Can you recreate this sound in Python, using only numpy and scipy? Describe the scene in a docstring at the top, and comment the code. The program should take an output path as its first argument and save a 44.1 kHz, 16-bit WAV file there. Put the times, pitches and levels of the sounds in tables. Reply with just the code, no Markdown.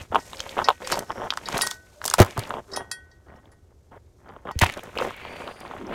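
"""A quiet, softly furnished room, where hands rummage through plastic packets of fishing lures.
Low jostling, rubbing and film crackle are shaped noise; scrapes are noise through drifting resonances.
Packets thud on a padded surface as sagging damped sines, beside hollow knocks; a metal part rings in many modes.
Sharp snaps and ticks are short noise cracks, and a hinged case creaks in stick-slip pulses as it is tilted."""
import sys
import numpy as np
from scipy import signal
from scipy.fft import rfft, irfft
from scipy.io import wavfile
from scipy.ndimage import uniform_filter1d

SR = 44100
rng = np.random.default_rng(int(sys.argv[2]) if len(sys.argv) > 2 else 0)


def to_wav(sig):
    """Store sig (one row per channel, or 1-D mono) as 16-bit WAV at the path in sys.argv[1].

    Samples outside -1..1 are clipped; the rate is SR.
    """
    pcm = np.clip(np.atleast_2d(sig), -1, 1) * 32767
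    pcm = np.round(pcm).astype(np.int16)
    wavfile.write(sys.argv[1], SR, pcm.T)  # frames by channels


def natural_amplitude(level_db):
    """Convert a level in decibels to a linear amplitude factor, elementwise."""
    exponent = np.asarray(level_db, float) / 20
    return 10 ** exponent


N = 261954  # length in samples
SLIP_LEAD = 132  # samples from the start of a slip pulse to its middle


def read(points, hz):
    """Reads a spectrum in dB on a log-frequency axis."""
    point_hz, value = np.transpose(points)
    return np.interp(np.log(hz + 1), np.log(point_hz + 1), value)


def evened(x):
    """Scales a sound to rms 1."""
    return x / np.sqrt(np.mean(x ** 2) + 1e-20)


def colour(x, points):
    """Filters a sound by a spectrum and scales it to rms 1."""
    gain = natural_amplitude(read(points, np.fft.rfftfreq(len(x), 1 / SR)))
    return evened(irfft(rfft(x) * gain, len(x)))


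def add(mix, s, sound):
    """Mixes a sound in at time s, cutting whatever runs past the end."""
    part = mix[max(round(s * SR), 0):][:len(sound)]
    part += sound[:len(part)]


def clicks(per_s, spread_db):
    """Sparse random impulses of either sign, a few of them large."""
    size_db = spread_db * np.minimum(rng.exponential(1, N), 4)
    size = natural_amplitude(size_db) * rng.choice([-1., 1.], N)
    return size * (rng.random(N) < per_s / SR)


# relative spectrum of the quiet air in the room: frequency_hz, density_db (per Hz)
AIR_SPECTRUM = [(15, -31), (25, -6), (83, 6), (177, -14.5), (259, -14.5), (378, -9.5), (1150, -34),
                (1600, -34.5), (7920, -46.5), (14400, -49.5), (16500, -66)]


def air():
    """Steady noise floor of the room, random air motion with most of its weight in the bass."""
    level_db = -55.5
    return natural_amplitude(level_db) * colour(rng.standard_normal(N), AIR_SPECTRUM)


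def room(x, t60=0.067, wet_db=-19):
    """Soft furnishings swallow the reflections: a short, dull tail of sparse taps joins the direct sound."""
    taps = np.zeros(SR // 3)
    slots = np.arange(200, len(taps) - 20, 20)
    places = slots + rng.integers(0, 20, len(slots))
    taps[places] = rng.choice([-1., 1.], len(slots)) * natural_amplitude(-60 * slots / SR / t60)
    taps = signal.lfilter([1], [1, -.55], taps)  # dulls the tail
    return x + natural_amplitude(wet_db) * signal.oaconvolve(x, taps / np.linalg.norm(taps))[:N]


# continuous handling, joined by straight lines: time_s, case_load_db, rubbing_db, film_db
HANDLING_CURVES = [(0, -45.5, -42, -49), (.082, -63.5, -70, -66), (.186, -55.5, -60.5, -52),
                   (.43, -50, -48, -52), (.68, -40.5, -45, -50), (.79, -70, -56, -61.5),
                   (0.927, -37, -30.5, -34.5), (1.02, -51.5, -65, -56.5), (1.42, -50, -56, -58),
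                   (1.562, -28.5, -36, -39.5), (1.716, -52.5, -50, -43.5), (1.8, -64, -69, -64),
                   (2.0, -63, -67, -61.5), (2.074, -40.5, -51, -46), (2.17, -53.5, -46, -52),
                   (2.266, -35, -45, -52), (2.35, -56, -49, -54.5), (2.428, -40.5, -38.5, -52),
                   (2.557, -45, -66, -59.5), (2.634, -63.5, -73, -69), (2.766, -37, -66, -56),
                   (2.864, -51.5, -78, -71), (3.05, -67.5, -82, -76.5), (3.6, -71.5, -90.5, -78.5),
                   (4.15, -72.5, -88.5, -77), (4.24, -59, -86, -78.5), (4.41, -57, -80, -78.5),
                   (4.55, -67.5, -66, -70.5), (4.66, -37, -30.5, -45), (4.758, -58, -48.5, -56),
                   (4.92, -55, -58.5, -62.5), (5.032, -33.5, -36, -47), (5.154, -52, -48.5, -63.5),
                   (5.44, -40, -48.5, -57.5), (5.586, -50, -54, -66), (5.78, -41.5, -49.5, -62.5),
                   (5.85, -43, -58, -68), (5.94, -31, -43, -62.5)]


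def control(column):
    """One handling curve in dB, sample by sample."""
    rows = np.array(HANDLING_CURVES)
    return np.interp(np.arange(N) / SR, rows[:, 0], rows[:, column])


def effort(column):
    """Gain of one kind of handling."""
    return natural_amplitude(control(column))


# bouts of creaking that start and stop abruptly as the hinge gives and sticks: start_s, end_s, level_db
CREAK_BOUTS = [(0.115, 0.196, -30), (0.566, .63, -30), (.803, 0.835, -38.5), (0.906, 0.997, -31.5),
               (0.999, 1.042, -37.5), (1.092, 1.13, -34.5), (1.151, 1.285, -35), (1.473, 1.53, -42),
               (2.363, 2.403, -33), (2.495, 2.607, -37), (2.8, 2.821, -36.5), (3.26, 3.407, -52),
               (3.421, 3.546, -59), (3.707, 3.728, -63), (3.912, 3.982, -49), (4.253, 4.378, -49),
               (4.451, 4.52, -39), (4.759, 4.797, -36.5), (4.828, 4.902, -42), (4.951, 5.104, -35.5),
               (5.25, 5.372, -43), (5.462, 5.501, -38.5), (5.609, 5.667, -42.5), (5.67, 5.76, -49)]


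def load():
    """Load on the case: the power of the slow curve plus that of the abrupt bouts, as a gain."""
    power = effort(1) ** 2
    for start, end, db in CREAK_BOUTS:
        add(power, start, natural_amplitude(db) ** 2 * signal.windows.tukey(round((end - start) * SR), .15))
    return np.sqrt(power)


# relative spectrum of the shaking surface: frequency_hz, density_db (per Hz)
JOSTLE_SPECTRUM = [(25, -22.5), (55, -0.5), (90, -1), (200, -2.5), (330, -5.5), (600, -43.5)]
# relative spectrum of card rubbing on cloth: frequency_hz, density_db (per Hz)
RUB_SPECTRUM = [(1200, -4.5), (1900, 0), (2500, 0), (3400, -6), (4200, -13), (6000, -38)]
# relative spectrum of stiff film, lent to the dense clink burst as well: frequency_hz, density_db (per Hz)
FILM_SPECTRUM = [(1500, -29), (3600, -4.5), (4600, -4), (6400, -1.5), (9100, -7), (10500, -11),
                 (12000, -9.5), (15300, -19.5), (16100, -28.5), (16600, -70.5)]


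def rustle():
    """Low jostling, rubbing of card on cloth, and film: the last two partly slide and partly crackle."""
    wander = evened(uniform_filter1d(rng.standard_normal((3, N)), 500))
    lumps = natural_amplitude([[3.5], [4.2], [1.6]] * wander)  # dB of unevenness: jostle, rub, film

    # the crackling share grows with the film level
    most_crackle, from_db, full_db = 0.55, -73, -54.5
    crackle = most_crackle * np.clip((control(3) - from_db) / (full_db - from_db), 0, 1)
    slide = 1 - crackle

    # the surface shakes with a power of the smoothed load
    jostle_db, load_power = -25, 0.67
    shake = natural_amplitude(jostle_db) * uniform_filter1d(load(), 900) ** load_power
    jostle = colour(rng.standard_normal(N), JOSTLE_SPECTRUM) * shake

    rub = colour(crackle * evened(clicks(400, 2.6)) + slide * rng.standard_normal(N), RUB_SPECTRUM)
    film = colour(crackle * evened(clicks(1100, 3.6)) + slide * rng.standard_normal(N), FILM_SPECTRUM)
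    return lumps[0] * jostle + effort(2) * lumps[1] * rub + effort(3) * lumps[2] * film


# scrapes through one resonance, from narrow and singing to broad and hissing:
# start_s, end_s, start_pitch_hz, width_hz, level_db
RESONANT_SCRAPES = [(0.195, 0.39, 7500, 2500, -59), (.3, 0.556, 517, 51.6, -47),
                    (.794, 0.996, 503, 60.7, -42), (1.04, 1.3, 5360, 500, -59.5),
                    (1.737, 1.863, 624, 29.8, -63), (1.948, 2.06, 588, 30, -53),
                    (2.675, 2.835, 400, 51, -46), (4.76, 4.908, 465, 80, -52.5),
                    (4.963, 5.096, 430, 150, -44), (5.118, 5.506, 2270, 503, -49),
                    (5.15, 5.705, 4480, 450, -61), (5.246, 5.738, 9000, 1200, -67),
                    (5.781, 5.92, 306, 200, -39.5)]
# a packet crumpling as it lands, one broad resonance: start_s, end_s, start_pitch_hz, level_db
PACKET_CRUMPLES = [(2.18, 2.237, 861, -17.5), (4.609, 4.645, 1950, -17.5)]


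def scrapes():
    """Friction noise through a resonance applied twice: scrapes drift up in pitch, crumples fall."""
    rise, fall = 1.07, 0.56  # end pitch over start pitch
    crumple_width_hz = 2300
    rows = [(a, b, hz, rise * hz, width, db) for a, b, hz, width, db in RESONANT_SCRAPES]
    rows += [(a, b, hz, fall * hz, crumple_width_hz, db) for a, b, hz, db in PACKET_CRUMPLES]
    out, noise = np.zeros(N), rng.standard_normal((len(rows), SR))
    for (start, end, from_hz, to_hz, width, db), row in zip(rows, noise):
        length = round((end - start) * SR)
        # shift the drifting pitch to 0 Hz, resonate there, shift back
        turn = np.exp(2j * np.pi * np.cumsum(np.linspace(from_hz, to_hz, length)) / SR)
        r = np.exp(-np.pi * width / SR)
        resonant = (turn * signal.lfilter([1], [1, -2 * r, r * r], row[:length] / turn)).real
        add(out, start, natural_amplitude(db) * evened(resonant) * signal.windows.tukey(length, .4))
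    return out


def swing(db, hz, t60):
    """One damped mode with a soft onset, its pitch sagging to the given one as the swing dies."""
    rise_s, sag = 0.0017, 0.38
    t = np.arange(SR // 3) / SR
    turns = hz * (t + sag * 0.011 * (1 - np.exp(-t / 0.03)))
    return natural_amplitude(db - 60 * t / t60) * (1 - np.exp(-t / rise_s)) * np.sin(2 * np.pi * turns)


# hollow knocks: start_s, level_db, pitch_hz
HOLLOW_KNOCKS = [(.155, -18, 396), (.688, -15.5, 405), (1.106, -31, 299), (4.967, -22.5, 418),
                 (5.013, -12, 460), (5.044, -21, 465), (5.811, -31, 297), (5.839, -29, 258),
                 (5.859, -35, 370), (5.9, -26, 228)]


def knocks():
    """A hollow body struck once swings in a single short mode."""
    out = np.zeros(N)
    for s, db, hz in HOLLOW_KNOCKS:
        add(out, s, swing(db, hz, t60=0.048))
    return out


# packets landing and jolts of the padded surface:
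# contact_s, level_db, pitch_hz, upper_modes_db (above their usual level)
SURFACE_THUDS = [(.003, -23.5, 80, -20), (0.098, -23, 88, -20), (0.389, -33, 75, -17),
                 (.451, -32.5, 67, -16), (1.54, -22, 75, -10.5), (2.197, 7, 92.45, -4.5),
                 (2.375, -10.5, 102, -9.5), (4.552, -10.5, 68.5, -19), (4.615, -1, 85.6, -11),
                 (4.645, -19.5, 66.5, -15)]
# modes of the padded surface: multiple_of_pitch, level_db, t60_s
SURFACE_MODES = [(0.999, -5, 0.082), (2.05, -7, 0.065), (3.619, -4, .055), (6.4, -11.5, .088)]


def thuds():
    """The padded surface swings a few times in several damped modes after each contact."""
    lag_cycles = 0.71  # each mode starts this many of its cycles after the contact
    out = np.zeros(N)
    for s, db, hz, upper_db in SURFACE_THUDS:
        for k, mode_db, t60 in SURFACE_MODES:
            add(out, s + lag_cycles / (k * hz), swing(db + mode_db + upper_db * (k > 1), k * hz, t60))
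    return out


# blows on the metal part: start_s, level_db, first_low_mode_db (in place of the focus curve),
# focus_hz (where the upper modes are struck), focus_db (drop one octave away from it)
METAL_BLOWS = [(.198, -40, -11, 5830, 31), (.642, -21, -18.5, 5100, 48), (0.844, -33.5, -14, 4480, 80),
               (.927, -18, -22.5, 4300, 65), (1.456, -24.5, -22, 4170, 61), (1.618, -17, -10, 6300, 2),
               (1.712, -33.5, -21, 4960, 41), (2.716, -39.5, -28, 5440, 17), (2.734, -31, -15, 5200, 31),
               (2.7608, -30, -10, 7400, -2), (2.913, -26, -10, 6900, 0.5), (3.113, -51, -8, 4820, 26),
               (3.283, -67.5, 8, 3260, 11.5), (3.359, -63.5, 3.5, 5320, 20.5), (3.516, -56.5, -9, 10500, 5),
               (4.513, -44.5, -8, 5580, 46)]
# what the metal rings with: frequency_hz, level_db, t60_s
METAL_MODES = [(1502, -4, .55), (1890, 0, .33), (2570, -17, .1), (3278, -14, .21), (3450, -22, .1),
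               (3854, -14, .1), (4010, -18, .06), (4360, -19, .1), (4513, -15, .15), (4705, -14, .09),
               (5138, -15, .12), (5486, -13, .1), (5618, -18, .1), (5822, -23, .2), (6100, -16, .07),
               (6530, -20, .06), (7104, -17, .09), (7470, -21, .09), (7770, -17, .06), (8107, -19, .14),
               (8662, -15, .15), (9055, -22, .13), (9408, -24, .13), (9684, -13, .13), (9957, -14, .11),
               (10770, -30, .12), (11600, -28, .12), (12480, -24, .09), (12860, -23, .085),
               (13580, -30, .1)]


def clinks():
    """Every blow lands elsewhere on the metal, so it excites the damped modes unevenly."""
    scatter_db, second_mode_db = 4.0, 2.5  # the second low mode is struck this far above the first
    burst_db, burst_t60 = -24, .07  # dense upper modes too close to tell apart die quickly
    out, t = np.zeros(N), np.arange(SR // 2)[:, None] / SR
    hz, mode_db, t60 = np.transpose(METAL_MODES)
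    draws = rng.standard_normal((len(METAL_BLOWS), 2, len(hz)))
    for (s, db, low_db, focus_hz, focus_db), (uneven, phase) in zip(METAL_BLOWS, draws):
        struck_db = np.maximum(-focus_db * np.log2(hz / focus_hz) ** 2, -30) + scatter_db * uneven
        struck_db[:2] = low_db, low_db + second_mode_db
        fast = 1 + 0.93 * (hz > 3500) * np.exp(-t / 0.02)  # the upper modes lose most at once
        level = natural_amplitude(db + mode_db + struck_db - 60 * t / t60)
        ring = level * fast * np.sin(2 * np.pi * hz * t + phase)
        burst_level = natural_amplitude(db + burst_db - 60 * t[:, 0] / burst_t60)
        burst = burst_level * colour(rng.standard_normal(len(t)), FILM_SPECTRUM)
        onset = np.minimum(t[:, 0] / 0.0019, 1)
        add(out, s, (ring.sum(1) + burst) * onset)
    return out


# sharp snaps and ticks: film and card, attacks of metal blows, the case shell ringing in a slip:
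# start_s, level_db, centre_hz, width (share of the centre)
SHARP_SNAPS = [(0.1483, -23, 2630, 0.75), (0.1579, -13.5, 2600, 0.29), (0.3318, -23, 3420, 0.11),
               (0.3703, -25, 4240, .28), (0.3943, -23.5, 3640, 0.31), (0.4032, -12.5, 4140, 0.4),
               (.492, -21, 3500, 0.4), (0.5906, -21, 2620, 0.25), (0.6858, -10, 2810, 0.38),
               (0.69, -19.5, 3840, 1), (0.7036, -18.5, 2700, .34), (0.8732, -18, 5300, 0.48),
               (0.9168, -18, 3850, 0.6), (0.9209, -11, 5660, .52), (.9545, -27, 5150, .46),
               (0.991, -14.5, 5600, 0.59), (1.1175, -33, 3900, 0.59), (1.3045, -8.5, 3380, 0.4),
               (1.3368, -23.5, 3730, 0.64), (1.3727, -19, 4800, .62), (1.486, -19, 4600, 0.67),
               (1.5207, -18, 3300, 0.26), (1.5262, -19, 4500, 0.43), (1.5708, -16.5, 4380, 0.37),
               (1.5785, -14.5, 5570, 0.71), (1.6118, -8, 3940, 0.38), (1.617, -10, 6350, 0.96),
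               (1.667, -16, 6000, .8), (1.6716, -11.5, 5270, 0.55), (1.7113, -14.5, 4650, 0.68),
               (2.016, -30, 3500, 0.38), (2.0424, -19, 4800, 0.98), (2.0532, -8.5, 6100, 0.56),
               (2.06, -10.5, 6100, .9), (2.0784, -9, 5600, 0.61), (2.0997, -11, 6000, 0.42),
               (2.111, -19, 4240, 0.96), (2.138, -1.5, 6000, 0.62), (2.1826, -17, 4100, .89),
               (2.1906, -12, 5190, 0.83), (2.2012, -4, 3980, 1), (2.208, -14, 4178, 1),
               (2.218, -7, 5840, 1), (2.227, -16, 4250, .9), (2.247, -24, 5160, 0.98),
               (2.262, -28.5, 4500, 1), (2.308, -30, 4000, 0.64), (2.3765, -22, 4600, 0.97),
               (2.3927, -17, 4500, 0.86), (2.436, -25, 3460, 0.29), (2.4745, -36, 4500, 0.96),
               (2.494, -31, 8050, .25), (2.5068, -23.5, 2770, 0.3), (2.5397, -25, 2700, 0.27),
               (2.766, -17.5, 5060, 0.56), (2.9148, -17, 5140, .22), (3.355, -48, 2530, 0.28),
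               (3.456, -47.5, 2880, 0.25), (4.289, -47, 4700, .31), (4.514, -37.5, 6000, .9),
               (4.5899, -11.5, 4250, 1), (4.597, -21, 6400, .59), (4.6157, -6.5, 3840, 1),
               (4.6376, -9, 2840, 0.12), (4.644, -15.5, 3550, 1), (4.6649, -19.5, 3170, 0.81),
               (4.697, -30, 3200, 0.97), (4.723, -28, 3600, 1), (4.7383, -26.5, 3050, 0.76),
               (4.7736, -32, 4930, .63), (4.793, -23.5, 2780, 0.18), (4.835, -32.5, 9000, 0.92),
               (4.9545, -25, 1500, 0.42), (4.9751, -18.5, 2780, 0.12), (4.9857, -16, 2820, 0.5),
               (5.011, -19, 2500, 0.19), (5.165, -40, 11000, .44), (5.215, -26, 1550, 0.43),
               (5.25, -32, 2610, .31), (5.4754, -26.5, 2880, 0.26), (5.604, -34.5, 7000, .5),
               (5.678, -36.5, 3200, .35), (5.868, -37.5, 5370, 0.15)]


def snaps():
    """A sudden release or contact gives a short noise crack around its centre, with a brief faint tail."""
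    out, t = np.zeros(N), np.arange(2048) / SR
    hz = np.fft.rfftfreq(2048, 1 / SR) + 1
    noise = rng.standard_normal((len(SHARP_SNAPS), 2048))
    decay = np.exp(-t / .0012) + natural_amplitude(-29) * np.exp(-t / .012)
    shape = (1 - np.exp(-t / .0006)) * decay
    for (s, db, centre_hz, width), row in zip(SHARP_SNAPS, noise):
        bell_db = np.maximum(-5.5 * (np.log(hz / centre_hz) / width) ** 2, -30)
        crack = evened(irfft(rfft(row) * natural_amplitude(bell_db)))
        add(out, s, natural_amplitude(db) * shape * crack)
    return out


def slip(hz, cycles_up=.5, cycles_down=.7, glide=0.47, shell_db=-17):
    """The case slips: a few cycles swell and fade as the pitch drops, with a shell mode and rough after-shake."""
    shell_hz, after_db = 3100, -17
    t = np.arange(-SLIP_LEAD, 500) / SR
    cycles = t * hz
    swell = np.exp(-(cycles / np.where(t < 0, cycles_up, cycles_down)) ** 2 / 2)
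    bend = glide * cycles * abs(np.tanh(cycles)) * np.sign(t)  # higher before the middle, lower after
    body = swell * np.sin(2 * np.pi * (cycles - bend))
    shell = np.exp(-((t + 0.00046) / 0.0004) ** 2 / 2) * np.sin(2 * np.pi * shell_hz * t)
    pulse = body + natural_amplitude(shell_db) * shell
    shake = rng.standard_normal(len(t)) * np.exp(-np.arange(len(t)) / SR / 0.012)
    return pulse + natural_amplitude(after_db) * np.convolve(pulse, shake / np.linalg.norm(shake))[:len(t)]


# runs of evenly spaced slips as the hinge judders: start_s, end_s, slips_per_s, level_db, pitch_hz
HINGE_JUDDERS = [(.606, .626, 270, -29, 830), (1.2247, 1.266, 150, -26, 710), (2.5778, 2.6, 220, -27, 750),
                 (2.7986, 2.83, 190, -36, 900), (3.925, 3.96, 120, -46, 851),
                 (4.293, 4.31, 200, -36.5, 960), (4.4818, 4.503, 200, -28, 990)]


def judders():
    """The hinge sticks and gives in even trains of slips, each a little different in strength and pitch."""
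    uneven_db, uneven_pitch = 1, 1 / 20
    out = np.zeros(N)
    for start, end, per_s, db, hz in HINGE_JUDDERS:
        draws = rng.standard_normal((16, 2))
        for s, (size, tune) in zip(np.arange(start, end, 1 / per_s), draws):
            pulse = slip(hz * (1 + tune * uneven_pitch), glide=.16)
            add(out, s - SLIP_LEAD / SR, natural_amplitude(db + uneven_db * size) * pulse)
    return out


# the larger stick-slip pulses of the case: middle_s, level_db, pitch_hz (at the middle)
CASE_SLIPS = [(.1275, -21.5, 915), (0.147, -7, 1000), (0.1575, -1.5, 1040), (.1645, -8.5, 940),
              (0.1675, -20, 920), (.3333, -25.5, 1020), (.4038, -24, 1440), (.465, -25, 970),
              (.5762, -18, 850), (.5839, -17, 820), (0.5905, -6, 990), (0.5992, -13, 1150),
              (0.618, -19, 1200), (.6276, -21.5, 870), (0.678, -19.5, 1010), (0.6871, 0.5, 975),
              (0.6909, -3, 1200), (.704, -8.5, 910), (0.7102, -12.5, 920), (.7166, -21.5, 830),
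              (.874, -22, 1120), (0.9022, -19, 1300), (0.9241, -10.5, 1230), (0.9275, -17, 850),
              (.943, -18, 965), (0.9745, -15.5, 960), (1.1006, -22.5, 930), (1.1052, -13.5, 1090),
              (1.219, -19, 870), (1.2705, -24, 810), (1.3046, -18.5, 1430), (1.3247, -17, 1210),
              (1.3378, -20.5, 1340), (1.375, -14, 1320), (1.488, -16, 1080), (1.5703, -16, 1330),
              (1.591, -14, 1250), (1.5987, -23.5, 855), (1.612, -17.5, 1120), (1.636, -18, 1050),
              (1.6704, -17, 1280), (1.716, -24.5, 1220), (2.0167, -21, 1400), (2.0409, -19.5, 1490),
              (2.055, -19, 850), (2.0823, -19, 1290), (2.114, -17.5, 1320), (2.1405, -5.5, 1220),
              (2.1855, -12, 630), (2.1921, -11.5, 912), (2.2025, -1.5, 630), (2.2078, -3.5, 483),
              (2.2119, -10, 807), (2.2203, -12.5, 1212), (2.2384, -19, 1200), (2.249, -21, 1009),
              (2.2657, -25, 940), (2.3724, -20, 960), (2.3783, -15.5, 1150), (2.5068, -14, 1210),
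              (2.5403, -17, 960), (2.557, -32, 796), (2.5698, -21, 775), (2.7745, -14.5, 840),
              (2.916, -26.5, 1440), (4.3649, -31, 1020), (4.4754, -26.5, 1102), (4.4906, -18, 1160),
              (4.5114, -19, 960), (4.6155, -7, 1020), (4.62, -23, 1320), (4.6368, -4, 920),
              (4.6686, -27.5, 1330), (4.989, -17.5, 1120), (5.003, -16.5, 1040), (5.0233, -16, 1160),
              (5.0504, -17.5, 850), (5.1082, -21, 1130), (5.2526, -24.5, 960), (5.4205, -26, 1160),
              (5.479, -23, 1160), (5.6523, -25.5, 880), (5.7128, -22.5, 1100), (5.7382, -24, 800)]


def creaks():
    """Large slips one by one; small ones come thick and fast, as loud as the load on the case."""
    out = np.zeros(N)
    signs = rng.choice([-1., 1.], len(CASE_SLIPS))
    for (s, db, hz), sign in zip(CASE_SLIPS, signs):
        add(out, s - SLIP_LEAD / SR, sign * natural_amplitude(db) * slip(hz, glide=.16))
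    small = np.zeros(N)
    for hz in np.geomspace(420, 1450, 10):
        pulse = slip(hz, 0.67, 0.58, shell_db=-20)
        small += signal.oaconvolve(clicks(100, 3.7), pulse)[:N]
    return out + load() * evened(small)


def scene():
    """Handling sounds in the room, with thuds, knocks and quiet air added without its tail."""
    handling = rustle() + scrapes() + clinks() + snaps() + judders() + creaks()
    return (air() + room(handling) + knocks() + thuds())[None]


def band_limit(x):
    """A steep low-pass at the top of the band."""
    return signal.sosfilt(signal.butter(12, 16820, fs=SR, output="sos"), x)


def record(dry):
    """Band limit at 16 kHz, then a soft overload that rounds off the loudest peaks."""
    lowpass = signal.firwin(511, 16000, window=("kaiser", 8), fs=SR)
    limited = signal.oaconvolve(dry, lowpass[None], "same")
    mix = limited / (1 + abs(limited) ** 6) ** (1 / 6)
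    return band_limit(mix)


dry = scene()
out = record(dry)
to_wav(out)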